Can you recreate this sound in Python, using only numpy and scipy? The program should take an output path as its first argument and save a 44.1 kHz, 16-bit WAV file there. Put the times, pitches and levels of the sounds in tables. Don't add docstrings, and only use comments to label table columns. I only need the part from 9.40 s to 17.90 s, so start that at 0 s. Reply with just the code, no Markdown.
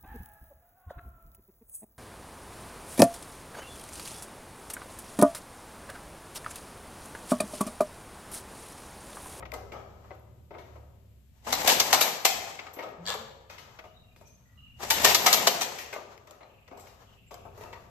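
import sys
import numpy as np
from scipy import signal
from scipy.fft import rfft, irfft, next_fast_len
from scipy.io import wavfile
from scipy.ndimage import uniform_filter1d, map_coordinates

SR = 44100
rng = np.random.default_rng(int(sys.argv[2]) if len(sys.argv) > 2 else 0)


def invert_db(x):
    u = np.asarray(x, float) / 20
    return 10 ** u


def log_audio(samples):
    frames = np.atleast_2d(samples).T
    limited = np.clip(frames, -1, 1)
    pcm = np.round(limited * 32767).astype(np.int16)
    wavfile.write(sys.argv[1], SR, pcm)


N = 374844
SPAN, BINS = 49152, 18000


def unit(x):
    return x / np.sqrt(np.mean(x ** 2) + 1e-20)


def along(points, hz):
    f, v = np.transpose(points)
    return np.interp(np.log(hz + 1), np.log(f + 1), v)


def curves(rows):
    s, *cols = np.transpose(rows)
    return [np.interp(np.arange(N) / SR, s, c) for c in cols]


def wobble(rate):
    knots = rng.standard_normal(int(N * rate / SR) + 4)
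    return map_coordinates(knots, [np.arange(N) * rate / SR])


def filtered(x, response):
    m = next_fast_len(N + SR)
    return irfft(rfft(x, m) * response(np.fft.rfftfreq(m, 1 / SR)), m)[..., :N]


def kind(events, shape):
    return [(*row, *shape) for row in events]


# (frequency [Hz], left-right likeness [1])
LIKENESS = [(30, 0.27), (120, 0.91), (300, 0.8), (1000, 0.14), (4000, 0.03)]
# (frequency [Hz], left over right [dB])
LEFT_LEAN = [(60, -3), (180, 4), (550, 5), (1650, 6.5), (4970, 3), (15000, 8)]


def rush(spectrum):
    m = next_fast_len(N)
    hz = np.fft.rfftfreq(m, 1 / SR)
    turn = np.arccos(np.clip(along(LIKENESS, hz), -1, 1)) / 2
    noise = rfft(rng.standard_normal((2, N)), m)
    mid, side = noise * invert_db(along(spectrum, hz)) * [np.cos(turn), np.sin(turn)]
    lean = invert_db(along(LEFT_LEAN, hz) * np.array([[.5], [-.5]]))
    pair = irfft(np.array([mid + side, mid - side]) * lean, m)[:, :N]
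    return pair / np.sqrt(np.mean(np.mean(pair, axis=0) ** 2))


def peak(f, hz, width):
    return 1j * f * width / (hz * hz - f * f + 1j * f * width)


# (frequency [Hz], t60 [s])
BARN_T60 = [(200, 2), (700, 1.264), (3000, 0.86), (8000, 0.64), (14000, 0.42)]


def barn(early_db, early_t60):
    hz, t, z = signal.stft(rng.standard_normal((2, SR)), SR, nperseg=256)
    late = invert_db(-60 * t / along(BARN_T60, hz)[:, None])
    early = invert_db(early_db - 60 * t / early_t60)
    turn = np.arccos(np.clip(along(LIKENESS, hz), -1, 1))[:, None] / 2
    pair = np.cos(turn) * z[0] + np.sin(turn) * np.array([z[1], -z[1]])
    build_up = np.clip(t / 0.0021, 0, 1)
    tail = signal.istft(pair * (late + early) * build_up, SR, nperseg=256)[1]
    return rfft(tail / np.linalg.norm(tail[0]), SPAN)[:, :BINS]


def iron(events, parts, bands, halls, ring_db, trims_db, rough_db, rise, dip, wettest_db=5):
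    f, t = np.fft.rfftfreq(SPAN, 1 / SR)[:BINS], np.arange(SR // 7) / SR
    modes = []
    for part in parts:
        modes.append(np.array([(-1) ** k * invert_db(db + ring_db) * peak(f, hz, width)
                               for k, (hz, width, db) in enumerate(part)]))
    beds = []
    for low, high in bands:
        middle, width = np.sqrt(low * high), high - low
        beds.append(peak(f, middle, width) ** 2 * peak(f, middle, 1.29 * width))
    hollow = (1 - np.clip(dip, 0, 1) * peak(f, 7800, 1700)) ** 2
    lean = invert_db(along(LEFT_LEAN, f) * np.array([[.5], [-.5]])) * hollow
    lag = np.exp(-2j * np.pi * f * np.array([[9e-5], [0]]))
    apart = 0.84 * f / (f + 500) * np.array([[1], [-1]])
    out = np.zeros((2, N + SPAN))
    for k, (s, db, boom_db, tick_db, contact, barn_db) in enumerate(events):
        onset = rise + .15 * contact
        decay = np.exp(-(t / np.clip(contact, .002, .09)) ** 1.4)
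        push = np.clip(t / onset, 0, 1) ** 2 * decay
        chance = rng.standard_normal((3, len(t)))
        contacts = unit(invert_db(rough_db * unit(uniform_filter1d(chance[2], size=20))))
        shared, own = rfft(push * contacts * chance[:2], SPAN)[:, :BINS]
        whole = np.linalg.norm(push) * np.exp(-1j * np.pi * f * contact)
        levels = invert_db(db + np.array([boom_db, 0, tick_db]) + trims_db)
        bed = levels @ beds
        ring = sum(g * invert_db(rng.normal(0, 3, len(m))) @ m for g, m in zip(levels, modes))
        direct = (bed + ring) * (shared + apart * own) * lag
        hall_feed = (bed + 0.42 * ring) * (0.83 * whole + 0.49 * shared)
        far = invert_db(min(barn_db, wettest_db)) * hall_feed * halls[k % len(halls)]
        at = max(round((s - .7 * onset) * SR), 0)
        out[:, at:at + SPAN] += irfft(lean * (direct + far), SPAN)
    return out[:, :N]


# (frequency [Hz], density [dB per Hz])
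AIR_SPECTRUM = [(120, -34), (200, -6), (227, -18), (382, -32), (3030, -24), (3380, -26), (5910, -31),
                (7330, -27), (14800, -27)]


def still_air():
    return invert_db(-72.0) * rush(AIR_SPECTRUM)


# (time [s], level [dB])
DRONE_LEVEL = [(0.0, -50), (0.59, -55.5), (1.23, -57), (2.0, -59), (2.22, -52), (2.56, -55), (2.74, -68.5),
               (2.95, -55.5), (3.41, -65), (3.72, -54.5), (4.02, -60), (4.69, -57.5), (5.1, -59.5),
               (5.66, -48), (6.25, -61.5), (7.05, -64.5), (8.24, -54), (8.5, -56)]
# (frequency [Hz], density [dB per Hz])
RUMBLE_SPECTRUM = [(13, -54.5), (22, -11), (59, -10.5), (86, -3), (122, -5), (173, -13.5), (236, -16),
                   (320, -32.5), (420, -62), (700, -120)]


def drone():
    turn = 2 * np.pi * np.cumsum(33.5 * (1 + 0.082 * wobble(0.99))) / SR
    second = invert_db(2.7 * wobble(6.2)) * np.sin(2 * turn)
    third = invert_db(-5.5 + 3.2 * wobble(9)) * np.sin(3 * turn)
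    near_db, = curves([(0, 1), (1.5, 7.5), (3, -5), (8.5, -1.5)])
    rumble = rush(RUMBLE_SPECTRUM) * invert_db(0.61 * wobble(3.1))
    return invert_db(curves(DRONE_LEVEL)[0] - 2.0) * (rumble + invert_db(near_db) * (second + third))


# (time [s], peak [dB], casting boom [dB], bright tick [dB])
HANDLE_KNOCKS = [(.004, -49, 15, -9), (0.0242, -41, 9, -34), (0.054, -40, 2, -27), (0.1374, -33, 3, -2.5),
                 (3.191, -32, -2, -16), (3.267, -37, -3, -23), (3.3361, -52, 10.5, 10),
                 (4.389, -38, -1.5, -36), (6.561, -35, 6.5, -12), (7.0294, -55, 7, -15),
                 (7.2776, -48.5, 4, -4), (7.9413, -56.5, 10, 4.5), (8.329, -34, -3.5, -15)]
HIDDEN_KNOCKS = [(0.124, -47.5, 14, -14), (0.3192, -40, 5.5, -11), (0.3844, -70, 21, -13),
                 (1.1074, -50.5, 10.5, -30), (1.1482, -55.5, 19, -25), (1.1822, -42, -6.5, -11.5),
                 (3.3648, -42, 7, -30), (3.3877, -38, -9, -15), (3.4292, -46, 16.5, -8),
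                 (4.0976, -36.5, -7, -8.5), (4.1814, -38, -7.5, -6), (4.7616, -50, -1, -6),
                 (6.3854, -30.5, -32.5, -3), (6.8714, -49, 3, -7), (6.9094, -50.5, 2.5, -7),
                 (7.006, -45.5, 1, -15), (7.3107, -50.5, 13.5, -10), (7.4694, -47.5, -6, -3.5),
                 (7.9089, -48, 12, -0.5), (8.1744, -55, 13, 4), (8.2074, -43, 0, -6),
                 (8.2394, -49.5, 8.5, -20)]
SOCKET_RATTLES = [(0.64, -58.5, 10.5, -11), (0.7045, -50.5, 12.5, -38), (1.14, -54, -2, -28),
                  (1.3535, -63, 18, 1), (3.3877, -34, 1.5, -22), (3.425, -41, 0, -10),
                  (4.44, -51, 5.5, -5.5), (6.5273, -34, 0, -3.5), (7.372, -55, 10, 3),
                  (7.395, -56.5, 4, 10.5), (8.355, -47, 1, -20), (0.345, -52.5, 18, -24),
                  (4.81, -62, 12, 3), (4.87, -66, 0, 10.5), (8.0514, -64, 24.5, 4)]
# (frequency [Hz], width [Hz], level [dB])
HANDLE_MODES = [
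    [(404, 19, 2), (463, 24, 7), (636, 190, -0.5), (745, 8.9, -9), (882, 28, 3), (1292, 60, -2.5)],
    [(1890, 72, 4), (2150, 437, 5), (2420, 34, -29), (2520, 35, -35), (2820, 73, -14)],
    [(4300, 53, -7), (5100, 71, -47), (6240, 150, -39), (7660, 72, 19), (13140, 330, -2.5)],
]
# (low [Hz], high [Hz])
HANDLE_DENSE = [(250, 1090), (1600, 2700), (3500, 15600)]


def handle_knocks(halls):
    knocks = kind(HANDLE_KNOCKS, (.012, 1)) + kind(HIDDEN_KNOCKS, (.0095, 11.25))
    rattles = kind(SOCKET_RATTLES, (.022, 2.9))
    return iron(knocks + rattles, HANDLE_MODES, HANDLE_DENSE, halls, ring_db=2.0,
                trims_db=np.array([5, 3, -1]), rough_db=4, rise=0.0038, dip=0.51, wettest_db=14)


CLACK, SNAP, CLICK = (.012, 0.09), (0.012, -5.5), (0.003, -4.5)
# (time [s], peak [dB], casting boom [dB], bright tick [dB])
DOG_CLACKS = [(2.0685, -38.5, 20, -34), (2.2757, -3, -9, -9.5), (2.2979, -6.5, -10, -16),
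              (2.5285, -3, -3, -11.5), (2.6107, -5.5, -6.5, -5.5), (2.8511, -2, -6, -14),
              (3.741, -32.5, 13, -4), (5.3981, -39.5, 3, -14.5), (5.4054, -38.5, 8, -10.5),
              (5.5039, -4, -8, -7.5), (5.6462, 1, -6.5, -12.5), (5.8628, -2, -4.5, -15.5)]
DOG_REBOUNDS = [
    (2.15, -20, -3, -11.5),
    (2.289, -6.5, -5, -11.5),
    (2.541, -7, -6, -12.5),
    (2.625, -11.5, -8.5, -11),
    (2.866, -23.5, -0.5, -10),
    (5.516, -17.5, -1, -9),
    (5.876, -9.5, -3.5, -10.5),
    (5.942, -8, -4.5, -9),
    (6.084, -15, -7.5, -11.5),
    (6.224, -21, -8, -5),
]
DOG_DRAGS = [
    (2.319, -14.5, -6, -10.5),
    (5.6664, -14, -3, -25.5),
    (5.695, -13.5, -6, -16),
    (6.2105, -14.5, -6.5, -21),
]
CLIMB_TICKS = [
    (2.0508, -42, -2.5, -9),
    (2.118, -26.5, -7, -11),
    (2.2514, -38, -4.5, -7),
    (5.4746, -31, -6, -11),
    (5.4921, -23, -12.5, 0.5),
    (5.6138, -18, -9.5, -9),
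]
# (time [s], peak [dB])
STEEL_SPARKS = [
    (.008, -45),
    (0.138, -23),
    (.61, -46),
    (0.752, -41),
    (.797, -40),
    (5.426, -38),
    (5.44, -39),
]
# (frequency [Hz], width [Hz], level [dB])
CASE_MODES = [(520, 9.9, -10), (649, 21, 5.5), (760, 71, 1), (850, 44, 2), (957, 27, -2.5),
              (1237, 120, 3.5), (1485, 21, -7)]
COVER_MODES = [(1920, 39, 5), (2115, 34, 1), (2330, 42, 0), (3300, 12, -21), (3000, 120, -6.5),
               (4130, 53, -14.5), (5000, 24, -8.5), (6020, 210, -2), (5884, 170, 3.5), (6970, 13, 0),
               (7100, 26, -8.5), (7660, 27, -31), (7930, 48, -4)]
STEEL_MODES = [(10700, 160, -10), (11800, 150, -10), (12630, 40, 4), (13900, 50, -6)]
# (low [Hz], high [Hz])
ENGINE_DENSE = [(370, 1430), (1250, 9960), (9800, 13000)]


def dog_clacks(halls):
    body_db = -20.5
    sparks = [(s, db + body_db, -9, -body_db) for s, db in STEEL_SPARKS]
    events = kind(DOG_CLACKS, CLACK) + kind(DOG_REBOUNDS, SNAP) + kind(sparks, CLICK)
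    events += kind(DOG_DRAGS, (0.024, -1.5)) + kind(CLIMB_TICKS, CLICK)
    return iron(events, (CASE_MODES, COVER_MODES, STEEL_MODES), ENGINE_DENSE, halls, ring_db=-5.5,
                trims_db=np.array([3.5, -4, 2.1]), rough_db=3.5, rise=0.0042, dip=0.034)


# (time [s], peak [dB], bright tick [dB])
SLEEVE_CLICKS = [
    (0.1186, -31, -4),
    (3.408, -40, -16),
    (3.4894, -42, -8),
    (6.7774, -41, -1),
    (6.874, -60, 15),
    (6.909, -46.5, 13.5),
    (7.032, -46, -10),
    (7.9418, -56, 19),
    (8.2144, -54, -5),
    (8.2367, -39, -4),
]


def sleeve_clicks(halls):
    sleeve = [(s, db, -27, tick_db, *CLICK) for s, db, tick_db in SLEEVE_CLICKS]
    return iron(sleeve, HANDLE_MODES, HANDLE_DENSE, halls, ring_db=2.5,
                trims_db=np.array([.1, 3, .1]), rough_db=4, rise=0.0018, dip=0.72)


# (time [s], level [dB], frequency [Hz], t60 [s])
HANDLE_NOTES = [(7.909, -47.5, 1130, 0.082), (7.912, -46.5, 703, 0.31), (7.942, -50, 3150, 0.039),
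                (7.97, -53, 1107, 0.14), (8.051, -56, 1040, .1), (8.054, -49, 664, 0.16),
                (8.205, -54, 920, .2), (8.207, -43, 440, 0.092), (8.236, -45.5, 960, .2),
                (8.245, -50, 1243, .3), (8.33, -40, 940, 0.096), (8.352, -47, 920, 0.14),
                (8.356, -49, 1160, 0.19), (8.26, -57, 2670, 0.24), (4.39, -44.5, 652, 0.14),
                (4.44, -48.5, 628, 0.23), (.325, -45, 2187, 0.076), (.706, -46, 2030, 0.059),
                (3.69, -40, 490, 0.13), (3.668, -39, 1705, 0.27), (3.69, -41, 1687, .3),
                (3.715, -44, 1733, 0.17), (.137, -40, 2056, 0.093), (.15, -44, 753, 0.42),
                (3.74, -57, 990, 0.089), (3.75, -35.5, 434, 0.08), (3.81, -43.5, 527, 0.63),
                (7.006, -55.5, 2080, 0.064), (7.03, -51, 4050, 0.038),
                (.322, -48.5, 1283, 0.6), (.33, -48.5, 392, .3), (.335, -44.5, 826, .3),
               (.706, -47.5, 752, 0.24), (.71, -48, 377, 0.17), (1.141, -49, 2130, 0.065),
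               (1.145, -50, 707, .2), (1.16, -55, 477, .3), (1.184, -48, 2176, 0.086),
               (1.355, -58, 1280, .12), (3.191, -43, 2185, 0.072), (3.197, -48, 1294, .1),
               (3.268, -42, 1240, 0.1), (3.387, -36.5, 2177, .1), (3.41, -44, 648, 0.36),
               (3.43, -46, 1268, .25), (3.47, -44, 492, .15), (6.529, -38, 2124, 0.07),
               (6.529, -39, 1520, 0.09), (6.53, -41, 2500, .1), (6.55, -45.5, 1203, 0.28),
               (6.545, -43.5, 825, 0.21), (7.031, -57, 1250, 0.13), (6.94, -56, 1250, 0.14),
               (7.311, -53, 2200, 0.085), (7.33, -50, 725, 0.37)]
# (time [s], level [dB], frequency [Hz])
FAVOURED_MODES = [(2.128, -25.5, 4080), (2.278, -18.5, 693), (2.531, -21.5, 751), (2.613, -22, 3790),
                  (2.853, -21.5, 2094), (5.507, -22.5, 898), (5.648, -19, 657), (5.649, -18.5, 1830),
                  (5.66, -19.5, 983), (5.748, -23.5, 3410), (5.864, -18, 718), (5.872, -19, 1247),
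                  (5.875, -22, 2006), (6.072, -19.5, 690), (6.072, -21.5, 3030)]


def notes(hall):
    out, t = np.zeros((2, N + SPAN)), np.arange(SR // 2) / SR
    paths = invert_db([[2], [-2]]) + invert_db(-6) * hall
    for s, db, hz, t60 in HANDLE_NOTES + kind(FAVOURED_MODES, [0.087]):
        fade = invert_db(db - 60 * t / t60) * np.clip(t / 0.0037, 0, 1)
        twins = np.sin(2 * np.pi * hz * t) + 0.42 * np.sin(2 * np.pi * 1.04 * hz * t)
        out[:, round(s * SR):][:, :SPAN] += irfft(rfft(fade * twins, SPAN)[:BINS] * paths, SPAN)
    return out[:, :N]


# (time [s], level [dB], hold [s])
STROKES = [(.19, -61.5, 0.54), (1.267, -64.5, 0.076), (3.064, -49, 0.04), (3.27, -53.5, 0.061),
           (3.681, -35, 0.016), (4.144, -57, 0.27), (4.752, -74.5, 0.7), (6.276, -47, 0.0091),
           (6.498, -55.5, 0.25), (7.448, -58.5, 0.23), (8.168, -53.5, 0.24)]
# (frequency [Hz], density [dB per Hz])
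CLOTH_SPECTRUM = [(240, -58), (400, -6.5), (494, 0), (732, 1), (1100, 2.5), (2410, -9.5), (7060, -13.5),
                  (9130, -23), (12500, -18.5), (14800, -20)]


def brushing():
    t = np.arange(N) / SR
    strokes = np.zeros(N)
    for s, db, hold in STROKES:
        rise_db = 470 * np.maximum(s - t, 0)
        fall_db = 100 * np.maximum(t - s - hold, 0)
        strokes += invert_db(db - rise_db - fall_db)
    return strokes * invert_db(-5.5 + 3.2 * wobble(26)) * rush(CLOTH_SPECTRUM)


# (time [s], level [dB])
GEAR_LOAD = [
    [(2.02, -71.5), (2.08, -39.5), (2.24, -33), (2.29, -25.5), (2.4, -33.5), (2.7, -36), (2.84, -51),
     (2.95, -43.5), (3.1, -46.5)],
    [(5.36, -80.5), (5.43, -39.5), (5.47, -42.5), (5.6, -33.5), (5.66, -25), (5.75, -34.5), (6.0, -31.5),
     (6.2, -37.5), (6.5, -55), (6.75, -78)],
]
# (frequency [Hz], density [dB per Hz])
GEAR_SPECTRUM = [(88, -51.5), (150, -7.5), (330, -8), (646, -2), (878, 0.5), (1340, -11), (1930, -7),
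                 (4330, -12.5), (5890, -10.5), (8000, -12.5), (8640, -15.5), (12900, -19.5), (14800, -20)]
# (frequency [Hz], level [dB])
WHISTLE_TONES = [(12743, 0), (12606, -7)]
# (time [s], level [dB])
WHISTLE_PINGS = [
    (3.334, -54.5),
    (5.9, -37),
    (5.62, -35),
    (5.825, -36),
    (6.045, -46),
]


def gears():
    t = np.arange(N) / SR
    gear_db, = curves(GEAR_LOAD[0] + GEAR_LOAD[1])
    chatter = invert_db(gear_db + 2 * wobble(140) + .8 * wobble(25)) * rush(GEAR_SPECTRUM)
    whistle = np.zeros(N)
    for hz, db in WHISTLE_TONES:
        phase = 2 * np.pi * hz * t + 1.5 * wobble(25)
        whistle += invert_db(db + 3.1 * wobble(30)) * np.sin(phase)
    struck, fade = np.zeros(N + SR), invert_db(-60 * np.arange(SR) / SR / .5)
    blows = [(s, db + tick_db - 24) for s, db, _, tick_db in DOG_CLACKS + DOG_SNAPS + DOG_DRAGS]
    for s, db in blows + WHISTLE_PINGS:
        struck[round(s * SR):][:SR] += invert_db(db) * fade
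    turning = np.interp(t, [1.9, 2, 3.1, 3.3, 5.3, 5.36, 6.75, 6.9], [0, 1, 1, 0, 0, 1, 1, 0])
    return turning * chatter + invert_db([[3], [-3]]) * struck[:N] * whistle


# (time [s], start pitch [Hz], end pitch [Hz], level [dB], t60 [s])
TYRE_BUMPS = [
    (3.575, 161, 196, -39, 0.57),
    (3.781, 230, 205, -42, 0.33),
    (2.06, 210, 320, -36.5, .3),
    (7, 400, 350, -67, 0.2),
    (5.39, 340, 440, -42.5, .3),
]


def tyre():
    out, t = np.zeros(N + SR), np.arange(SR // 2) / SR
    for s, start_hz, end_hz, db, t60 in TYRE_BUMPS:
        pitch = end_hz + (start_hz - end_hz) * np.exp(-t / 0.11)
        fade = invert_db(db - 60 * t / t60) * np.clip(t / 0.042, 0, 1)
        out[round(s * SR):][:len(t)] += fade * np.sin(2 * np.pi * np.cumsum(pitch) / SR)
    return out[:N]


# (time [s], peak [dB], casting boom [dB], bright tick [dB])
DOG_SNAPS = [
    (2.126, -7, -5.5, -10),
    (2.399, -2.5, -10.5, -13),
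    (5.4351, -27, 4.5, -11),
    (5.7468, -1.5, -10.5, -11.5),
    (5.9283, -0.5, -9.5, -10.5),
    (6.0695, -2.5, -2, -14),
]
# (low [Hz], high [Hz])
SNAP_DENSE = [(370, 1730), (2500, 8050), (9800, 14000)]


def dog_snaps(halls):
    engine = (CASE_MODES, COVER_MODES, STEEL_MODES)
    return iron(kind(DOG_SNAPS, SNAP), engine, SNAP_DENSE, halls, ring_db=-5.5,
                trims_db=np.array([3.5, -3, 2.1]), rough_db=5.5, rise=0.0035, dip=0.026)


# (time [s], peak [dB], casting boom [dB])
SLIP_COURSE = [
    (3.6547, -35, -14),
    (3.6738, -21.5, -11),
    (3.684, -20, -13),
    (3.713, -24, -2),
    (3.741, -34, 2),
]
# (frequency [Hz], width [Hz], level [dB])
CLAW_MODES = [(1680, 90, 3), (2700, 300, 5), (3360, 400, 5), (4600, 500, 7), (5300, 300, 3), (7470, 400, 5)]
# (one band edge [Hz], other band edge [Hz])
CLAW_DENSE = [(370, 1300), (1500, 5800), (11200, 6000)]


def dog_slip(halls):
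    s, db, boom_db = np.transpose(SLIP_COURSE)
    times = np.arange(s[0], s[-1] + .002, 1 / 106)
    ticks = [(u, np.interp(u, s, db), np.interp(u, s, boom_db), -35) for u in times]
    return iron(kind(ticks, (0.0035, 0.41)), (CASE_MODES, CLAW_MODES, STEEL_MODES), CLAW_DENSE, halls,
                ring_db=-1.0, trims_db=np.zeros(3), rough_db=4, rise=.0012, dip=0.038)


# (time [s], level [dB], pitch [Hz], hold [s])
CLEAR_CHEEPS = [(4.47, -69, 2890, 0.041), (4.539, -65.5, 3810, 0.06), (4.623, -72, 2750, 0.069),
                (4.802, -70, 2440, 0.074), (4.896, -68.5, 6320, 0.04), (5.05, -74, 1940, 0.097),
                (5.148, -75, 1227, 0.099), (5.022, -82.5, 1396, 0.14), (5.15, -81.5, 4000, .12),
                (5.266, -74.5, 2420, .05), (4.69, -75, 2480, 0.067), (5.172, -59, 2880, 0.08),
                (5.232, -65, 2780, 0.015), (5.259, -61.5, 2790, 0.015), (5.322, -63.5, 2833, 0.015),
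                (7.863, -67, 7410, 0.013), (7.885, -77, 7970, .012)]
# (time [s], level [dB], start pitch [Hz], end pitch [Hz], hold [s])
HOARSE_CHIRPS = [
    (4.851, -64, 6030, 6100, 0.014),
    (7.074, -68.5, 2750, 2460, 0.3),
    (7.665, -67.5, 3140, 2800, 0.087),
    (7.78, -67.5, 2796, 2600, 0.3),
]


def birds():
    out, t = np.zeros((2, N + SR)), np.arange(SR) / SR
    f = np.fft.fftfreq(SR, 1 / SR)
    calls = [(s, db, hz, hz, hold, 60, .6) for s, db, hz, hold in CLEAR_CHEEPS]
    calls += kind(HOARSE_CHIRPS, (280, 0.76))
    for s, db, start_hz, end_hz, hold, spread_hz, t60 in calls:
        noise = np.fft.fft(rng.standard_normal((2, SR))) * np.exp(2j * np.pi * rng.random(SR))
        blur = np.fft.ifft(noise / (1 + 1j * f / spread_hz) ** 2)
        pitch = np.interp(t, [0, hold + 0.032], [start_hz, end_hz])
        tone = unit(np.real(blur * np.exp(2j * np.pi * np.cumsum(pitch) / SR)))
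        flutter_db = 3.5 * np.sin(2 * np.pi * (24 * t + rng.random()))
        fall_db = 60 * np.clip(t - hold, 0, 1) / t60
        fade = invert_db(db + flutter_db - fall_db) * np.clip(t / 0.0071, 0, 1)
        out[:, round(s * SR):][:, :SR] += fade * tone
    return out[:, :N]


def scene():
    halls = [barn(early_db=-2.0, early_t60=0.34) for _ in range(5)]
    handle = handle_knocks(halls) + sleeve_clicks(halls) + notes(halls[1])
    engine = dog_clacks(halls) + gears() + dog_snaps(halls) + dog_slip(halls)
    return still_air() + drone() + handle + engine + brushing() + tyre() + birds()


# (frequency [Hz], level under the middle band [dB])
WEAKEST_KEPT = [(7900, -60), (8400, -12.5), (11300, -30), (12200, -24), (13300, -27), (15000, -25)]


def starve(x):
    hz, _, z = signal.stft(x, SR, nperseg=1024)
    power = uniform_filter1d(uniform_filter1d(np.abs(z) ** 2, size=9, axis=1), size=3, axis=2)
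    power = np.abs(power)
    middle = power[:, (hz > 1000) & (hz < 7000)].mean(axis=1, keepdims=True)
    chance = uniform_filter1d(rng.standard_normal(z.shape[1:]), size=5, axis=0)
    fickle = unit(uniform_filter1d(chance, size=8, axis=1))
    past = uniform_filter1d(middle, size=110, axis=2, origin=54, mode='nearest')
    fall_db = np.clip(10 * np.log10(np.abs(past) / (middle + 1e-20) + 1e-20), 0, 24)
    raised_db = 0.48 * fall_db * (hz > 8200)[:, None]
    relative_db = 10 * np.log10((power + 1e-20) / (middle + 1e-20))
    margin_db = 7.5 * fickle - raised_db + relative_db - along(WEAKEST_KEPT, hz)[:, None]
    return signal.istft(z * np.clip(margin_db / 2 + .5, 0, 1), SR, nperseg=1024)[1][:, :N]


def low_pass(x):
    return signal.sosfilt(signal.butter(12, 15930, fs=SR, output="sos"), x)


def record(dry):
    held = dry / (1 + np.abs(dry / .9) ** 4) ** (1 / 4)

    def response(hz):
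        treble_dip = invert_db(-6 * np.exp(-((hz - 9700) / 1500) ** 4))
        return treble_dip * (invert_db(-35) + 1 / (1 + (hz / 14650) ** 120))

    return low_pass(starve(filtered(held, response)))


dry = scene()
out = record(dry)
log_audio(out)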